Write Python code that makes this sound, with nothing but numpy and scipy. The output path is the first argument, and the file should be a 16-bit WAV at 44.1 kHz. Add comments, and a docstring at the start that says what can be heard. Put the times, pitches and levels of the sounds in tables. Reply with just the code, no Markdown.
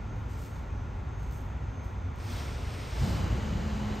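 """First you hear ventilation rumbling in a concrete parking garage, and the faint, high whine of a fan drive.
A few soft scuffs hiss through the hall, and grit cracks on the floor. Then a car starts out of sight:
the starter rasps, the engine catches with a rolling boom and settles into a hum. It all sounds far away
and echoing. Rumbles, rasps and hisses are shaped noise; the whine, hum and low swells are sine tones."""
import sys
import numpy as np
from scipy import signal
from scipy.fft import rfft, irfft, next_fast_len
from scipy.io import wavfile
from scipy.ndimage import uniform_filter1d, map_coordinates

SR = 44100
rng = np.random.default_rng(int(sys.argv[2]) if len(sys.argv) > 2 else 0)


def inscribe(sig):
    """Save sig as 16-bit PCM at rate SR to the path in sys.argv[1].

    A 1-D sig is mono; a 2-D sig holds one channel per row.
    Samples are clipped to [-1, 1] before scaling.
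    """
    pcm = np.round(np.clip(np.atleast_2d(sig).T, -1, 1) * 32767)
    wavfile.write(sys.argv[1], SR, pcm.astype(np.int16))


N = 176400  # 4 seconds

# The running engine. Each row: time in seconds, roar level in dB, exhaust boom level in dB.
ENGINE_LEVELS = [(2.88, -90, -70), (2.96, -46.5, -40), (3.02, -41, -30), (3.15, -41, -27.5),
                 (3.33, -41, -32.5), (3.55, -42.5, -32.5), (3.72, -42.5, -38), (3.85, -42.5, -36.5),
                 (4.0, -42, -35.5)]
# The engine's hum. Each row: time in seconds, level in dB.
HUM_LEVELS = [(3.3, -52), (3.39, -46), (3.45, -37), (3.51, -40), (3.56, -38), (3.605, -48), (3.66, -34.5),
              (3.72, -40), (3.77, -36), (3.85, -39), (3.91, -36), (4.0, -39.5)]
# The starter's gears. Each row: time in seconds, level in dB.
STARTER_LEVELS = [(2.12, -88), (2.18, -58), (2.205, -50), (2.25, -50.5), (2.31, -44.5), (2.42, -43.5),
                  (2.52, -45.5), (2.62, -47.5), (2.8, -45), (2.95, -44.5), (3.1, -56), (3.2, -48),
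                  (3.4, -67)]
# Rasps as the starter gear meshes and is thrown out.
# Each row: peak time in seconds, half width in seconds, level in dB, treble tilt in dB per octave.
GEAR_RASPS = [(2.345, .075, -54, 0), (3.085, .09, -48.5, -4.5)]
# A brief low swell in the ventilation rumble, then low booms as the engine catches.
# Each row: peak time in seconds, half width in seconds, pitch in Hz, level in dB.
LOW_SWELLS = [(2.06, .05, 88, -35), (3.03, .035, 127, -31), (3.21, .06, 60, -31), (3.34, .035, 118, -34),
              (3.47, .07, 76, -37)]
# Scuffs. Each row: start in seconds, length in seconds, level in dB, treble tilt in dB per octave.
SCUFF_EVENTS = [(0.167, 0.022, -71.5, 5), (0.28, .08, -61, -3), (0.365, 0.1, -58.5, -.5),
                (0.526, 0.046, -65, -3.5), (.93, 0.068, -81, -4), (1.17, 0.12, -69, -2),
                (1.314, 0.06, -60, 2), (1.826, .025, -65.5, 1)]
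# Cracking grit. Each row: start in seconds, level in dB.
GRIT_TICKS = [(.159, -63), (.384, -64), (1.232, -57), (1.311, -52), (1.323, -55.5), (1.844, -62),
              (2.159, -55), (2.187, -57)]
# The fan drive's tones. Each row: pitch in Hz, level in dB.
WHINE_TONES = [(1922, -74.5), (3477, -84), (5115, -86), (6001, -82), (6120, -82), (6240, -82),
               (6361, -81.5), (6481, -79.5)]
# Fan tones flaring up. Each row: peak time in seconds, half width in seconds, pitch in Hz, level in dB.
WHINE_FLARES = [(.17, .065, 6481, -72), (.57, .065, 6481, -71), (.84, .08, 6001, -77.5),
                (1.19, .1, 6481, -72.5), (1.17, .07, 6361, -75.5), (1.39, .065, 6361, -70.5),
                (1.37, .05, 6120, -78), (1.57, .05, 6481, -76.5), (1.82, .065, 6361, -69.5),
                (1.77, .05, 6120, -78), (2.09, .07, 6481, -76), (2.11, .07, 6120, -78)]

# A spectrum says how strong a noise is from low to high. 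Each row: frequency in Hz, relative level in dB.
ROAR_SPECTRUM = [(100, -18), (280, -4), (400, -3.5), (520, -2.5), (700, -4), (1000, -6), (1400, -11.5),
                 (1700, -11.5), (2000, -13), (2700, -16), (2980, -12.5), (3250, -18), (4500, -20),
                 (5500, -25), (6700, -23.5), (7700, -29), (9000, -32.5), (10000, -49), (11500, -33.5),
                 (15500, -45)]
EXHAUST_SPECTRUM = [(15, -37), (30, -36), (45, 1), (68, 4.5), (90, 0.5), (125, -5), (175, -4), (240, -16),
                    (400, -20.5), (900, -61), (2500, -86)]
THUMP_SPECTRUM = [(30, -20), (60, -2), (95, 2.5), (130, -5), (165, -2), (215, 2), (300, -23), (700, -40),
                  (2500, -83)]
STARTER_SPECTRUM = [(150, 0.5), (350, 0.5), (550, 1.5), (1000, -4.5), (1300, -3.5), (1600, -7),
                    (2400, -5.5), (3100, -9.5), (3550, -9.5), (4300, -12.5), (5100, -11), (6200, -15),
                    (7400, -20), (8800, -16.5), (10000, -29), (11700, -22), (13300, -30.5), (15500, -32)]
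RASP_SPECTRUM = [(2000, -16), (3000, -3), (4200, 3), (5200, 3.5), (6500, -3), (8700, 0), (10000, -4),
                 (11700, -4), (13500, -5), (15500, -8)]
SCUFF_SPECTRUM = [(1000, -23), (2500, -0.5), (4500, 0.5), (7500, 2.5), (8800, 2), (10000, -8), (11700, 4),
                  (13500, -5), (15500, -2.5)]
TICK_SPECTRUM = [(2000, -15), (4500, 1), (8000, -7), (12000, -2), (15500, -3)]
VENT_SPECTRUM = [(15, -38), (28, -15.5), (42, -6), (58, 0.5), (80, -3), (103, -2.5), (135, -11),
                 (200, -17.5), (265, -16.5), (320, -23), (520, -25.5), (700, -27), (870, -23.5),
                 (1040, -26), (1190, -30.5), (1390, -27), (1560, -34.5), (2400, -37.5), (2650, -41.5),
                 (3600, -45.5), (4300, -50), (5600, -54), (7400, -55), (8800, -65), (10000, -68),
                 (11700, -63.5), (15500, -74)]

# Narrow resonances of the ducts and hall. Each row: frequency in Hz, share of their depth from 0 to 1.
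RESONANCE_SHARE = [(400, 0.24), (1500, 0.45), (3500, 0.42), (7000, 0.98), (12000, 0.88)]
# How alike left and right sound. Each row: frequency in Hz, likeness (1 means the same).
STEREO_LIKENESS = [(60, .996), (130, .955), (280, .83), (450, .7), (650, .4), (1250, .42), (1600, .82),
                   (2000, .99), (2400, .9995), (2650, .995), (2950, .935), (3900, .955), (4600, .995),
                   (5400, .997), (6000, .98), (6400, .9995), (7450, .9995), (7800, .86), (9000, .8),
                   (9600, .998), (10600, .998), (11000, .82), (12300, .75), (12700, .998), (14200, .998),
                   (14600, .72), (15700, .65)]
# How far the left channel runs ahead of the right. Each row: frequency in Hz, phase in radians.
LEFT_LEAD = [(300, 0), (520, .2), (750, .8), (1150, .55), (1450, -.2), (2200, 0), (2600, 0), (3200, .25),
             (4500, .03), (7450, 0), (7750, -.6), (8600, -1), (9100, -2.6), (9600, -3.1), (10600, -3.2),
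             (12300, -5.3), (12650, -6.25), (14300, -6.3), (14600, -7.3), (15700, -8.8)]

FIRING_HZ, FLUTTER_DEPTH = 70.3, 0.02
THUMP_START_S, THUMP_DB, THUMP_ATTACK_S, THUMP_FADE_S = 2.995, -31.5, 0.011, 0.74
SCUFF_ATTACK_S, SCUFF_FADE_S, GRIT_DEPTH_DB = 0.013, 0.49, 2.8
TICK_FADE_S, TICK_HALL_DB, TICK_HALL_FADE_S = 0.014, -20, 0.25
VENT_DB, WHINE_SWING_DB = -35.5, 3.5
RESONANCE_STEP_HZ, TILT_FROM_HZ, TOP_HZ = 29.7, 4000, 15720


def engine():
    """The engine roars with a flutter at its firing rate, hums at three times that, and the exhaust booms."""
    roar_gain, boom_gain = gains(ENGINE_LEVELS)
    hum_gain, = gains(HUM_LEVELS)
    flutter = 1 + FLUTTER_DEPTH * tone(FIRING_HZ, drift_hz=3.8, rate=19)
    roar = roar_gain * flutter * hall_noise(ROAR_SPECTRUM, patchy_db=0.32, resonance_db=2.3)
    boom = boom_gain * hall_noise(EXHAUST_SPECTRUM, patchy_db=0.86)
    hum = hum_gain * tone(3 * FIRING_HZ, drift_hz=1.56, rate=12)
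    return roar + boom + hum


def ignition():
    """The first firing sends one low thump through the hall."""
    age = np.maximum(clock() - THUMP_START_S, 0)
    attack = 1 - np.exp(-age / THUMP_ATTACK_S)
    return amp(THUMP_DB) * attack * fade(age, THUMP_FADE_S) * hall_noise(THUMP_SPECTRUM, patchy_db=0)


def starter():
    """Gear noise rings in the starter's housing, with a bright rasp at either end of the cranking."""
    gear_gain, = gains(STARTER_LEVELS)
    gears = gear_gain * hall_noise(STARTER_SPECTRUM, patchy_db=0.5, resonance_db=3.0)
    hiss = hall_noise(RASP_SPECTRUM, patchy_db=1)
    rasps = sum(amp(db) * swell(peak, width) * tilted(hiss, tilt) for peak, width, db, tilt in GEAR_RASPS)
    return (gears + rasps) * amp(0.51 * wobble(rate=120))


def low_swells():
    """A brief low swell in the ventilation rumble, then low booms as the engine catches."""
    return swelling_tones(LOW_SWELLS)


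def scuffs():
    """Short gritty rubs hiss, and the hall rings on after each one."""
    hiss = hall_noise(SCUFF_SPECTRUM, patchy_db=0.5)
    rubs = np.zeros((2, N))
    for start, length, db, tilt in SCUFF_EVENTS:
        age = np.maximum(clock() - start, 0)
        attack = 1 - np.exp(-age / SCUFF_ATTACK_S)
        ring = fade(np.maximum(age - length, 0), SCUFF_FADE_S)
        fresh_hiss = np.roll(hiss, rng.integers(N), axis=1)
        rubs += amp(db) * attack * ring * tilted(fresh_hiss, tilt)
    return rubs * unit(amp(GRIT_DEPTH_DB * wobble(rate=700)))


def grit_ticks():
    """Grit cracks on the concrete, and the hall answers faintly."""
    envelope = np.zeros(N)
    for start, db in GRIT_TICKS:
        age = np.maximum(clock() - start, 0)
        decay = fade(age, TICK_FADE_S) + amp(TICK_HALL_DB) * fade(age, TICK_HALL_FADE_S)
        envelope += (clock() >= start) * amp(db) * decay
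    return envelope * hall_noise(TICK_SPECTRUM, patchy_db=-1)


def fan_whine():
    """Each fan drive tone fades and flares, as when you move through the hall's standing waves."""
    whine = np.zeros(N)
    for hz, db in WHINE_TONES:
        swing = amp(WHINE_SWING_DB * np.tanh(wobble(rate=6.9)))
        whine += amp(db) * unit(swing * tone(hz, drift_hz=4.06, rate=16))
    return whine + swelling_tones(WHINE_FLARES)


def ventilation():
    """Air rumbles steadily through the ducts."""
    gain = amp(VENT_DB + 0.1 * wobble(rate=2.3))
    return gain * hall_noise(VENT_SPECTRUM, patchy_db=0.23, resonance_db=2.5)


def hall_noise(spectrum, patchy_db, resonance_db=0):
    """Wide stereo noise at level 1, with random louder patches and narrow resonances that stay put."""
    cells = signal.stft(rng.standard_normal((2, N)), nperseg=512)[2]
    patches = uniform_filter1d(rng.standard_normal(cells.shape[1:]), size=4, axis=0)  # blur in frequency
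    patches = uniform_filter1d(patches, size=24, axis=1)  # blur in time
    noise = signal.istft(cells * amp(patchy_db * unit(patches)), nperseg=512)[1][:, :N]
    bumps = rng.standard_normal(4096)

    def response(hz):
        ripple = map_coordinates(bumps, [hz / RESONANCE_STEP_HZ], mode="mirror")
        db = look_up(spectrum, hz) + resonance_db * look_up(RESONANCE_SHARE, hz) * ripple
        spread = np.arccos(np.clip(look_up(STEREO_LIKENESS, hz), -1, 1)) / 2
        return amp(db) * [np.cos(spread), np.sin(spread)]

    middle, side = filtered(noise, response)
    return unit(np.array([middle + side, middle - side]))


def swelling_tones(rows):
    """One tone for each row, rising and falling once in loudness."""
    return sum(amp(db) * swell(peak, width) * tone(hz, drift_hz=2.94, rate=15)
               for peak, width, hz, db in rows)


def tone(hz, drift_hz, rate):
    """A sine tone at level 1 whose pitch wanders slightly."""
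    pitch = hz + drift_hz * wobble(rate)
    return unit(np.sin(2 * np.pi * np.cumsum(pitch) / SR))


def tilted(sound, tilt):
    """Turn the treble up or down by tilt dB per octave, then scale to level 1."""
    return unit(filtered(sound, lambda hz: amp(tilt * np.log2(np.maximum(hz / TILT_FROM_HZ, 1)))))


def filtered(sound, response):
    """Change the strength and phase of each frequency by response(hz)."""
    size = next_fast_len(N + SR // 2)
    hz = np.fft.rfftfreq(size, 1 / SR)
    return irfft(rfft(sound, size) * response(hz), size)[..., :N]


def swell(peak_s, width_s):
    """A smooth rise to 1 and back."""
    return np.exp(-0.5 * ((clock() - peak_s) / width_s) ** 2)


def fade(age, fade_s):
    """A gain that drops 60 dB every fade_s seconds."""
    return amp(-60 * age / fade_s)


def wobble(rate):
    """A smooth curve through rate random points a second."""
    return map_coordinates(rng.standard_normal(1024), [clock() * rate + 2], mode="mirror")


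def gains(rows):
    """Turn each dB column into a gain over time, silent before the first row."""
    times, *columns = np.transpose(rows)
    return [amp(np.interp(clock(), times, db, left=-np.inf)) for db in columns]


def look_up(rows, hz):
    """Read between a table's rows on a logarithmic frequency scale."""
    row_hz, values = np.transpose(rows)
    return np.interp(np.log(hz + 1), np.log(row_hz + 1), values)


def amp(db):
    """Turn decibels into a gain."""
    return 10 ** (np.asarray(db) / 20)


def unit(sound):
    """Scale to an average (root mean square) level of 1."""
    return sound / np.sqrt(np.mean(sound ** 2) + 1e-20)


def clock():
    """The time of each sample in seconds."""
    return np.arange(N) / SR


def scene():
    """Add up all the sounds in the garage."""
    background = ventilation() + fan_whine() + scuffs() + grit_ticks()
    return background + starter() + ignition() + engine() + low_swells()


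def record(dry):
    """Shift left and right apart in phase, and cut everything above TOP_HZ."""
    half_each_way = np.array([[0.5], [-0.5]])
    return filtered(dry, lambda hz: np.exp(1j * look_up(LEFT_LEAD, hz) * half_each_way) * (hz < TOP_HZ))


dry = scene()
out = record(dry)
inscribe(out)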